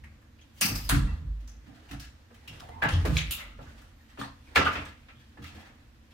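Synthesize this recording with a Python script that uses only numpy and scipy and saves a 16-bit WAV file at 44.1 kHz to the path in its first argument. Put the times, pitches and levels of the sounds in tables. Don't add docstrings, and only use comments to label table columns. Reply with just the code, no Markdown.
import sys
import numpy as np
from scipy import signal
from scipy.fft import rfft, irfft, next_fast_len
from scipy.io import wavfile
from scipy.ndimage import uniform_filter1d, map_coordinates

SR = 44100
rng = np.random.default_rng(int(sys.argv[2]) if len(sys.argv) > 2 else 0)


def rack_gain(trim_db):
    fader = np.asarray(trim_db, float)
    return 10 ** (fader / 20)


def generate_wav(signal):
    frames = np.transpose(np.atleast_2d(signal))
    scaled = np.clip(frames, -1, 1) * 32767
    pcm = np.round(scaled).astype(np.int16)
    wavfile.write(sys.argv[1], SR, pcm)


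N = 270330

# frequency in Hz, level in dB per Hz.
RUMBLE_SPECTRUM = [(12, -50.5), (20, -8), (81, 6.5), (97, -4), (129, -2.5), (167, -18.5), (229, -3.5),
                   (289, -16), (308, -33), (338, -9), (361, -43.5), (411, -29), (450, -20), (580, -21.5),
                   (990, -120)]
# peak time in seconds, level in dB.
RUMBLE_SWELLS = [(0.02, -61.5), (1, -38.5), (3, -40), (3.599, -56), (4.7, -49.5), (5.55, -58)]
# frequency in Hz, level in dB per Hz.
AIR_SPECTRUM = [(180, -32), (300, 13), (392, -9.5), (494, -1), (915, -3), (1690, -2.5), (6520, -15),
                (9550, -22.5), (15000, -20), (16000, -43.5)]
# frequency in Hz, likeness from 0 to 1.
LEFT_RIGHT_LIKENESS = [(60, 0.96), (150, 0.98), (300, 0.85), (600, 0.11), (2000, 0), (12000, 0)]
# frequency in Hz, share of an event's 60 dB decay time.
ROOM_DECAY = [(300, 1.3), (1000, 1.33), (3000, 0.83), (6000, 0.92), (14000, 0.43)]
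# delay in seconds, level in dB.
EARLY_ECHOES = [(.0035, 4), (.006, 5), (.011, -3), (0.02, -2.5), (0.027, -18)]
# frequency in Hz, lean to the left microphone in dB.
TREBLE_LEAN = [(200, -1), (1500, 0.43), (4000, 1.5), (9500, 1.1), (13000, 1.5)]
# middle in seconds, half length in seconds, rub level in dB, grit level in dB.
SCUFF_STROKES = [(0.725, 0.12, -42.5, -68), (0.792, 0.034, -55, -78), (0.907, 0.32, -91.5, -50),
                 (1.832, 0.56, -63.5, -70.5), (2.603, 0.43, -57, -62), (3.01, 0.32, -47.5, -60),
                 (3.17, 0.19, -48, -44.5), (3.326, 0.038, -77, -39), (3.713, 0.26, -57, -64.5),
                 (4.5, 2.2, -81, -70), (4.66, 0.11, -31.5, -52), (4.774, 0.075, -39, -74),
                 (4.89, 0.079, -73, -60), (5.578, 0.37, -56.5, -66)]
# frequency in Hz, level in dB per Hz.
RUB_SPECTRUM = [(180, -8), (300, 2.5), (345, -3), (779, -2), (1210, -6), (1910, -3.5), (4000, -27),
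                (5200, -49), (8800, -120)]
GRIT_SPECTRUM = [(1180, -20), (2000, -6.5), (2110, -19), (2280, -8.5), (2490, -5.5), (3230, -5.5),
                 (16000, -26)]
# peak in seconds, frequency in Hz, level in dB, 60 dB decay in seconds.
PANEL_KICKS = [(.76, 47.64, -34, 0.48), (.862, 49, -47, 0.15), (.944, 47.9, -22.5, 0.21),
               (1.051, 47, -21.5, 0.1), (1.138, 52, -28, 0.091), (1.3, 50.3, -30, 0.84),
               (1.962, 57, -40.5, 0.37), (2.062, 57.6, -49.5, 0.31), (2.964, 49.14, -31.5, 0.16),
               (3.038, 52.85, -30, 0.071), (3.104, 56.36, -25, 0.28), (3.295, 54.7, -30.5, 0.066),
               (3.45, 46.8, -49, 2.5)]
# start in seconds, deep modes in dB, upper modes in dB.
PUSHES = [(0.03, -38.5, -73), (0.62, -47, -32.5), (0.692, -40, -31.5), (0.819, -39, -80),
          (0.894, -28, -30.5), (0.923, -24, -24), (0.954, -32, -36), (1.039, -36, -37.5),
          (1.119, -33.5, -50.5), (1.212, -29.5, -52.5), (1.668, -61, -47), (1.909, -39, -37.5),
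          (2.481, -46, -55), (2.596, -46.5, -53.5), (2.83, -35, -30), (2.929, -19.5, -36),
          (3.014, -30, -42), (3.059, -33.5, -28), (3.094, -19.5, -39.5), (3.151, -44, -67),
          (3.252, -59, -55), (3.589, -48.5, -47), (4.188, -41, -40.5), (4.565, -27.5, -26.5),
          (4.659, -54, -39.5), (4.76, -39, -39), (5.384, -39.5, -41), (5.551, -63, -50.5)]
# frequency in Hz, level in dB.
BOOM_MODES = [
    [(72, 3), (85, 3.5), (97, -13)],
    [(128.4, 3.5), (153.35, 3), (106.2, 1.5)],
    [(213.2, 0), (249.3, -0.5), (288.3, 1.5), (313.2, -6), (188.3, -1.5), (342.4, -15), (477, -17)],
]
# start in seconds, centre in Hz, width in Hz, level in dB, 60 dB decay in seconds.
CHATTER_BANDS = [(0.413, 3240, 250, -56, 0.14), (0.411, 6260, 600, -63, 0.12), (.545, 6160, 308, -71, .5),
                 (.612, 5860, 900, -30, 0.37), (.615, 4790, 700, -30, 0.4), (.611, 8860, 500, -18, 0.064),
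                 (.754, 5000, 730, -48, 0.41), (.754, 13400, 4000, -43.5, 0.46),
                 (.842, 5000, 700, -49, 0.44), (.842, 12100, 5000, -48.5, 0.31),
                 (.892, 4240, 900, -45, 0.6), (1.475, 6200, 596, -58, 0.35), (2.478, 3250, 400, -59, 0.66),
                 (2.478, 5400, 500, -56, 0.28), (2.688, 750, 307, -45, 0.16), (2.775, 930, 250, -50, .6),
                 (2.824, 845, 120, -37, 0.48), (2.824, 1234, 120, -40, 0.44),
                 (2.824, 2020, 149.1, -34, 0.34), (2.829, 2800, 299, -39, 0.39),
                 (2.888, 5700, 3010, -51, 0.28), (2.925, 3170, 700, -40.5, 0.34),
                 (3.178, 2270, 720, -35, 0.53), (3.17, 3600, 710, -35.5, 0.26),
                 (3.17, 6450, 1200, -37, 0.21), (3.311, 12200, 3060, -33.5, 0.23),
                 (3.311, 3560, 910, -42.5, 0.49), (3.311, 6930, 500, -46, 0.33),
                 (3.4, 2090, 405, -43.5, 0.4), (4.086, 1940, 253, -66, 0.97),
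                 (4.193, 4200, 600, -52.5, 0.38), (4.215, 3530, 700, -46, 0.18),
                 (4.216, 1590, 508, -52, 0.44), (4.565, 1680, 200, -28.5, 0.25),
                 (4.565, 1970, 200, -33, 0.32), (4.66, 1420, 250, -26.5, 0.29),
                 (4.649, 2930, 900, -32.5, 0.22), (4.71, 2200, 1500, -40.5, 0.46),
                 (4.82, 2240, 1210, -53.5, 0.75),
                 (.541, 14000, 3000, -70, .9), (.613, 14500, 2500, -30, 0.36), (.66, 13000, 4000, -44, 0.56),
              (.891, 14500, 3000, -50, 0.31), (.6065, 7000, 5000, -33, 0.086),
              (1.68, 706, 250, -59.5, 0.73), (1.93, 720, 249, -50.5, 0.27), (2.6, 1260, 500, -46.5, 0.14),
              (2.889, 9100, 1500, -51, 0.33), (3.052, 14500, 2504, -57, .5), (3.185, 3210, 1400, -40, 0.63),
              (3.315, 15200, 1800, -50, 0.33), (3.311, 2800, 500, -38, 0.47), (3.589, 790, 500, -53, 0.31),
              (4.185, 507, 400, -45, 0.3), (4.225, 700, 497, -47, 0.29), (4.23, 4280, 900, -51, 0.24),
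              (4.2, 8500, 700, -55.5, 0.28), (4.579, 4800, 1500, -39, 0.38), (4.6, 2830, 600, -37, .4),
              (4.68, 2670, 700, -44, 0.2), (4.73, 4800, 1500, -54, 0.37), (4.789, 3250, 1200, -53, 0.42),
              (4.88, 1890, 903, -55, .4), (5.445, 2230, 1500, -48, 0.19), (5.45, 900, 500, -64, 0.22),
              (5.58, 745, 350, -58.5, 0.57), (5.639, 1900, 900, -58, 0.36), (.905, 1500, 805, -31.5, 0.34),
              (.895, 3460, 900, -44, 0.61), (.93, 7960, 3000, -52, 0.45), (2.826, 1595, 50, -30.5, 0.37),
              (2.93, 5300, 2000, -49, 0.38), (3.36, 1340, 350, -52, 0.84), (3.63, 6480, 1500, -71, 0.65),
              (4.57, 390, 200, -33, 0.25), (4.757, 1990, 1490, -39, 0.32), (5.15, 3250, 500, -65, 0.5),
              (5.46, 3300, 900, -56, 0.23), (5.55, 1720, 199, -60, 0.93)]
# start in seconds, frequency in Hz, level in dB, swell in seconds, 60 dB decay in seconds.
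THIN_RINGS = [(1.075, 2700, -46, 0.01, 0.28), (1.07, 1950, -47.5, 0.01, 0.39), (.9, 1350, -26, 0.012, 0.27),
              (2.49, 3300, -52, 0.013, 0.17), (2.712, 2070, -46.5, 0.0041, 0.13),
              (2.822, 1630, -22, 0.00032, 0.2), (3.39, 2120, -53, 0.013, 0.27),
              (3.93, 12000, -66.5, 0.033, 0.65), (4.219, 1200, -36.5, 0.003, 0.17),
              (4.658, 1215, -16.5, 0.0065, 0.19)]
# time in seconds, ring in Hz, level in dB.
NAIL_CREAK = [(2.62, 725, -55.5), (2.70, 764, -71), (2.76, 891, -54), (2.80, 926, -74), (2.82, 1018, -34)]
# frequency in Hz, width in Hz, level in dB.
BOARD_MODES = [(1100, 9.1, 4), (1210, 28, 18.5), (1350, 14, 20.5), (1595, 35, -3), (1690, 52, 15.5),
               (1990, 200, 7.5), (2700, 110, 13), (3370, 53, -18), (3920, 42, -10)]
# ring in Hz, body level in dB.
BODY_BY_RING = [(1650, -0.5), (2700, -19.5), (5000, -10)]
# start in seconds, peak in dB, ring in Hz, body in dB, bite in dB beside the ring.
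BOARD_SCRAPES = [(1.079, -36.5, 1870, 4, -25.5), (1.668, -44, 744, -8, -11), (1.75, -43, 1470, -9, -1),
                 (1.893, -35, 734, -18, -13), (2.029, -35.5, 1670, -18.5, -3.5),
                 (2.919, -22.5, 3140, -32.5, -10), (3.385, -27, 557, -12, -12.5), (3.619, -41, 1158, -4, 1),
                 (3.78, -40, 1696, 6, 9), (3.998, -46, 1800, -24, -19.5), (4.098, -42.5, 1910, -1, -4),
                 (4.193, -26, 1130, -18, -12), (4.241, -33.5, 1043, -48, -15),
                 (4.471, -41.5, 2300, -23, -15), (4.649, -23.5, 1210, 7, -16), (4.727, -21.5, 1340, -1, -7),
                 (4.8, -27.5, 2600, -3, -11), (5.198, -43, 1740, -21.5, -9),
                 (5.426, -34.5, 1320, -21, -5.5), (5.468, -33.5, 2670, -30, -5),
                 (5.549, -39, 2400, -29, -5), (5.6, -38, 770, -12, -6), (5.66, -37.5, 782, -7.5, -9),
                 (6.109, -44, 1390, -9, -2.5)]
# start in seconds, peak in dB, ring in Hz, bite in dB, sizzle
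# in dB beside the ring.
SOFT_LEAD_INS = [(.548, -58, 6060, -12, 0), (.578, -38, 2900, -5, -6), (3.155, -26.5, 2900, -10, -10),
                 (4.558, -13.5, 2026, -11, -16)]
# start in seconds, peak in dB, ring in Hz, bite in dB, sizzle in dB beside the ring.
PAINT_TICKS = [(.541, -58, 13030, -17, -10), (.564, -44, 2900, -8.5, -8), (2.6, -30, 4500, 14, -7),
               (2.888, -23, 5500, -10, -19), (3.17, -20, 4900, -23, -16), (4.193, -46, 7500, -12, -16),
               (4.652, -23.5, 5600, 8, -28), (4.745, -43, 6500, -8, -4), (4.853, -34.5, 6500, -2, -19),
               (4.2145, -25, 1500, -13, -22), (2.689, -35, 800, -12, -21)]
# start in seconds, frequency in Hz, level in dB.
EDGE_TAPS = [(4.561, 2250, -14.5), (.895, 1350, -28), (.895, 4360, -25.5), (3.168, 2420, -18),
             (3.168, 3400, -24.5), (3.168, 3980, -25.5), (4.2142, 1220, -25.5), (4.572, 1750, -15.5)]
# start in seconds, peak in dB, ring in Hz, bite in dB, sizzle in dB beside the ring.
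DRY_SNAPS = [(0.612, -13, 5900, -37, -4), (2.835, -12, 1600, -43, -31), (3.17, -18, 2500, -11, -26),
             (3.31, -17.5, 2860, -19, -5.5), (4.214, -25.5, 1730, -26.5, -30),
             (4.561, -10.5, 2170, -7.5, -18.5)]
# start in seconds, peak in dB, ring in Hz, body in dB, bite in dB beside the ring.
WOOD_KNOCKS = [(2.306, -46, 1570, 2.5, -24), (2.687, -42, 680, 14, -31), (2.8195, -27, 2480, -20, -17),
               (2.824, -16, 1770, -7.5, -13.5), (2.849, -19.5, 1600, -5, -12),
               (3.05, -20.5, 709, 25, -10.5), (3.588, -38, 879, 2, -19), (3.608, -43, 692, 3, -16),
               (3.667, -45.5, 1534, -20, -24.5), (4.175, -36.5, 1300, -4.5, -14),
               (4.222, -48, 1210, -2, -17), (4.5585, -7, 2380, -9.5, -6), (4.576, -12.5, 1350, 4, -6.5),
               (4.672, -18, 1210, -11, -12), (4.755, -21.5, 2540, -10.5, -11), (4.86, -39, 1710, -38, -8),
               (5.086, -40.5, 2420, -16, -11.5), (5.373, -40.5, 1710, -1, -15.5)]
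# start in seconds, peak in dB, ring in Hz, bite in dB, sizzle in dB beside the ring.
NAIL_CRACKS = [(0.0383, -39, 2150, -22, -21), (0.2144, -53, 1650, -21, -14), (0.388, -49.5, 2560, -17, -29),
               (0.413, -51, 3300, 3, -10), (0.6115, -16, 8800, -0.5, -3), (0.6167, -13.5, 2500, -17, -51),
               (0.6284, -17, 5230, -55, -5), (0.6544, -16, 5160, -42, 1), (0.7536, -22.5, 4870, -18, -6),
               (0.8915, -12, 4100, -16, 1), (0.895, -15.5, 1500, -4.5, -26), (1.4051, -51.5, 1660, 3, -2),
               (1.476, -42, 5600, -12, -10), (1.9116, -31.5, 1690, -1.5, -5),
               (1.998, -33.5, 4910, -5.5, -5.5), (2.3437, -46, 2210, -7, -10.5),
               (2.4766, -30.5, 2880, -17, -15.5), (2.6, -42, 3350, -7, -5), (2.8875, -21.5, 1622, 11, -8),
               (3.052, -22, 1420, -3, -7), (3.1732, -22.5, 3600, -3, -14), (3.3104, -22.5, 3800, -32, -1),
               (3.8167, -44.5, 1563, -10, -7), (5.4401, -34, 2090, -4, -12.5)]


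def unit(x):
    return x / np.sqrt(np.mean(x ** 2) + 1e-20)


def along(points, hz):
    f, v = np.transpose(points)
    return np.interp(np.log(hz + 1), np.log(f + 1), v)


def wobble(rate):
    knots = rng.standard_normal(int(N * rate / SR) + 4)
    return map_coordinates(knots, [np.arange(N) * rate / SR])


def filtered(x, response):
    m = next_fast_len(x.shape[-1] + 4096)
    spectrum = rfft(x, m) * response(np.fft.rfftfreq(m, 1 / SR))
    return irfft(spectrum, m)[..., :x.shape[-1]]


def resonance(f, hz, width_hz):
    return 1j * f * width_hz / (hz * hz - f * f + 1j * f * width_hz)


def causal(gain):
    cepstrum = irfft(np.log(gain + 1e-6))
    half = len(cepstrum) // 2
    cepstrum[1:half] *= 2
    cepstrum[half + 1:] = 0
    return np.exp(rfft(cepstrum))


def swells(s, db, rise_db_per_s, fall_db_per_s):
    out, t = np.zeros(N), np.arange(N) / SR
    for peak_s, peak_db, rise, fall in np.broadcast(s, db, rise_db_per_s, fall_db_per_s):
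        out += rack_gain(peak_db - np.maximum(rise * (peak_s - t), fall * (t - peak_s)))
    return out


def stereo(pair):
    def mid_side(hz):
        turn = np.arccos(np.clip(along(LEFT_RIGHT_LIKENESS, hz), -1, 1)) / 2
        return np.array([np.cos(turn), np.sin(turn)])
    mid, side = filtered(pair, mid_side)
    return np.array([mid + side, mid - side])


def rush(spectrum, patchy_db):
    z = signal.stft(rng.standard_normal((2, N)), nperseg=512)[2]
    patches = uniform_filter1d(rng.standard_normal(z.shape[1:]), 6, 0)
    patches = uniform_filter1d(patches, 10, 1)
    pair = signal.istft(z * rack_gain(patchy_db * unit(patches)), nperseg=512)[1][:, :N]
    return unit(filtered(stereo(pair), lambda hz: rack_gain(along(spectrum, hz))))


def room(t60, direct_db, rise, contact, echo_db=0):
    hz, t, z = signal.stft(rng.standard_normal((2, SR * 9 // 16)), SR, nperseg=128)
    band_t60 = max(t60, .05) * along(ROOM_DECAY, hz)[:, None]
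    tail = stereo(signal.istft(z * rack_gain(-60 * t / band_t60), SR, nperseg=128)[1])
    t = np.arange(tail.shape[1]) / SR
    closet = 1 + np.exp(-t / 0.057)
    tail *= (1 - np.exp(-t / rise)) ** 2 * closet
    rattle_db = 1
    tail *= rack_gain(rattle_db * map_coordinates(rng.standard_normal(64), [t * 90]))
    tail /= np.sqrt(np.mean(tail[:, :SR // 40] ** 2))
    paths = np.zeros((2, SR // 20))
    paths[:, 0] = 1
    for s, db in EARLY_ECHOES:
        delays = np.round(s * SR * rng.uniform(.8, 1.2, 2)).astype(int)
        paths[[0, 1], delays] += rack_gain(db + echo_db)
    blow = (t / contact * np.exp(1 - t / contact))[:SR // 10] * rng.standard_normal(SR // 10)
    early = signal.fftconvolve(blow[None], paths, axes=1)
    tail[:, :early.shape[1]] += rack_gain(direct_db) * early
    return tail


def bodied(rows):
    return [(s, db, hz, along(BODY_BY_RING, hz), *bands_db) for s, db, hz, *bands_db in rows]


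def dulled(rows, dull_db):
    return [(*row, row[-1] - dull_db) for row in rows]


def hits(rows, centres_hz, lifts_db, narrow, boards_db, contact, t60, direct_db, rise, trim_db, echo_db=0):
    out = np.zeros((2, N + 2 * SR))
    f = np.fft.rfftfreq(4096, 1 / SR)
    boards = np.prod([1 + rack_gain(boards_db + db) * abs(resonance(f, c, w)) for c, w, db in BOARD_MODES], axis=0)
    grain_db = 2.2
    for s, db, hz, *bands_db in rows:
        body, bite, sizzle = np.add(bands_db, lifts_db)
        broad = [(150, body - 25), (centres_hz[0], body), (centres_hz[1], bite),
                 (centres_hz[2], sizzle), (16000, sizzle - 3)]
        ring = abs(resonance(f, hz, narrow * hz)) ** 2
        gain = np.hypot(rack_gain(along(broad, f)), ring) * boards
        gain = gain * rack_gain(grain_db * unit(uniform_filter1d(rng.standard_normal(len(f)), size=4)))
        answer = room(t60, direct_db, rise, contact, echo_db)
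        heard = signal.fftconvolve(irfft(causal(gain))[None], answer, axes=1)
        heard /= np.sqrt(uniform_filter1d(np.mean(heard ** 2, axis=0), SR // 50).max())
        out[:, round((s - contact) * SR):][:, :heard.shape[1]] += rack_gain(db + trim_db) * heard
    return out[:, :N]


def house():
    shaken = rack_gain(-56.5) + swells(*np.transpose(RUMBLE_SWELLS), rise_db_per_s=66, fall_db_per_s=54.5)
    rumble = rush(RUMBLE_SPECTRUM, patchy_db=.8)
    air = rush(AIR_SPECTRUM, patchy_db=.8)
    return shaken * rumble + rack_gain(-65.5) * air


def scuffs():
    s, half, rub_db, grit_db = np.transpose(SCUFF_STROKES)
    slope = 24.5 / np.maximum(half, .02)
    rubbing = rack_gain(-79.5) + swells(s, rub_db, slope, slope)
    grinding = rack_gain(-77) + swells(s, grit_db, slope, slope)
    strokes_db = 1.2 * wobble(20) + .8 * np.array([wobble(60), wobble(90)])
    rub = rush(RUB_SPECTRUM, patchy_db=1.5)
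    grit = rush(GRIT_SPECTRUM, patchy_db=1.2)
    return rubbing * rack_gain(strokes_db[0]) * rub + grinding * rack_gain(strokes_db[1]) * grit


def sway():
    s, hz, db, t60 = np.transpose(PANEL_KICKS)
    pitch_hz = np.interp(np.arange(N) / SR, s, hz)
    swing = np.sin(2 * np.pi * np.cumsum(pitch_hz) / SR)
    return swells(s, db + 3.0, 281.5, 60 / np.maximum(t60, .05)) * swing


def thumps():
    out, t = np.zeros((2, N + SR)), np.arange(SR) / SR
    boom_t60_s = 0.49
    lasting = [.9, .9, .7]
    rising = [.02, .012, .008]
    for s, deep_db, upper_db in PUSHES:
        middle_db = (deep_db + upper_db) / 2 + (2.14 if s < 4 else -6)
        levels_db = [deep_db, middle_db, upper_db]
        for modes, db, last, rise in zip(BOOM_MODES, levels_db, lasting, rising):
            hz, mode_db = np.transpose(modes)[:, :, None]
            luck = rng.standard_normal((3, len(modes), 1))
            ring = rack_gain(mode_db + 3.6 * luck[0]) * np.sin(2 * np.pi * hz * (1 + 0.02 * luck[1]) * t)
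            apart = rack_gain(hz / 110 * luck[2] * np.array([1, -1])[:, None, None])
            shape = rack_gain(db - 4.5 - 60 * t / (boom_t60_s * last)) * (1 - np.exp(-t / rise))
            out[:, round(s * SR):][:, :SR] += shape * (apart * ring).sum(1)
    return out[:, :N]


def chatter():
    out, t = np.zeros((2, N + SR)), np.arange(SR // 2) / SR
    swell = 1 - np.exp(-t / 0.0027)
    for s, hz, width_hz, db, t60 in CHATTER_BANDS:
        noise = rng.standard_normal((2, len(t)))
        band = unit(filtered(noise, lambda f: resonance(f, hz, width_hz) ** 2))
        uneven_db = 2.5 * map_coordinates(rng.standard_normal(80), [t * 140])
        out[:, round(s * SR):][:, :len(t)] += rack_gain(db + uneven_db - 60 * t / t60) * swell * band
    return out[:, :N]


def rings():
    out, t = np.zeros((2, N + SR)), np.arange(SR // 2) / SR
    for s, hz, db, swell, t60 in THIN_RINGS:
        drift = np.cumsum(rng.standard_normal((2, len(t))), axis=1) * 0.057
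        shape = rack_gain(db - 60 * t / t60) * (1 - np.exp(-t / swell)) ** 2
        out[:, round(s * SR):][:, :len(t)] += shape * np.sin(2 * np.pi * hz * t + drift)
    return out[:, :N]


def creak():
    t = np.arange(N) / SR
    s, ring_hz, level_db = np.transpose(NAIL_CREAK)
    hz, db = np.interp(t, s, ring_hz), np.interp(t, s, level_db)
    on = (t > s[0]) & (t < s[-1])
    slips = rack_gain(3 * wobble(160))
    unsteady_hz = hz * (1 + 0.16 * wobble(300))
    voice = unit(slips * np.sin(2 * np.pi * np.cumsum(unsteady_hz) / SR))
    answer = rack_gain(-31.5) * room(t60=0.23, direct_db=11.0, rise=0.0031, contact=0.00035)
    return signal.fftconvolve((on * rack_gain(db) * voice)[None], answer, axes=1)[:, :N]


def scrapes():
    return hits(dulled(BOARD_SCRAPES, 8.5) + bodied(SOFT_LEAD_INS), [900, 3200, 9000], [2, 2, -5],
                narrow=0.15, boards_db=-18.5, contact=0.01, t60=0.31,
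                direct_db=2.5, rise=0.027, trim_db=-18.5)


def ticks():
    return hits(bodied(PAINT_TICKS), [900, 3600, 9000], [-12, 0, 0],
                narrow=0.78, boards_db=-32.0, contact=.0007, t60=0.36,
                direct_db=19.0, rise=0.003, trim_db=-20.0, echo_db=-4.0)


def taps():
    out, t = np.zeros(N + SR), np.arange(SR // 20) / SR
    peak_s = .0011
    shape = t / peak_s * np.exp(1 - t / peak_s)
    for s, hz, db in EDGE_TAPS:
        out[round(s * SR):][:len(t)] += rack_gain(db) * shape * np.sin(2 * np.pi * hz * t)
    return out[:N]


def snaps():
    return hits(bodied(DRY_SNAPS), [900, 3600, 9000], [-1, 3, -5],
                narrow=0.18, boards_db=-28.0, contact=.0006, t60=0.32,
                direct_db=16.0, rise=0.0048, trim_db=-16.5, echo_db=-15.5)


def knocks():
    return hits(dulled(WOOD_KNOCKS, 9.5), [500, 3200, 9000], [9, 4, -12],
                narrow=0.13, boards_db=-12.5, contact=0.001587, t60=0.41,
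                direct_db=-9.5, rise=0.00037, trim_db=-11.5)


def cracks():
    return hits(bodied(NAIL_CRACKS), [900, 3000, 9000], [3, 4, -2],
                narrow=0.4, boards_db=-17.0, contact=0.00091, t60=0.54,
                direct_db=-1.5, rise=0.00038, trim_db=-12.5)


def scene():
    low = house() + scuffs() + sway() + thumps()
    trim = chatter() + rings() + creak() + scrapes() + ticks() + taps() + snaps() + knocks() + cracks()
    trim = filtered(trim, lambda hz: rack_gain(along(TREBLE_LEAN, hz) * np.array([[1], [-1]])))
    return (low + trim) * rack_gain([[-.6], [.6]])


def band_limit(x):
    return signal.sosfilt(signal.butter(12, 16810, fs=SR, output="sos"), x)


def record(dry):
    mix = filtered(dry, lambda hz: 1 / (1 + (hz / 15900) ** 200))
    return band_limit(mix)


dry = scene()
out = record(dry)
generate_wav(out)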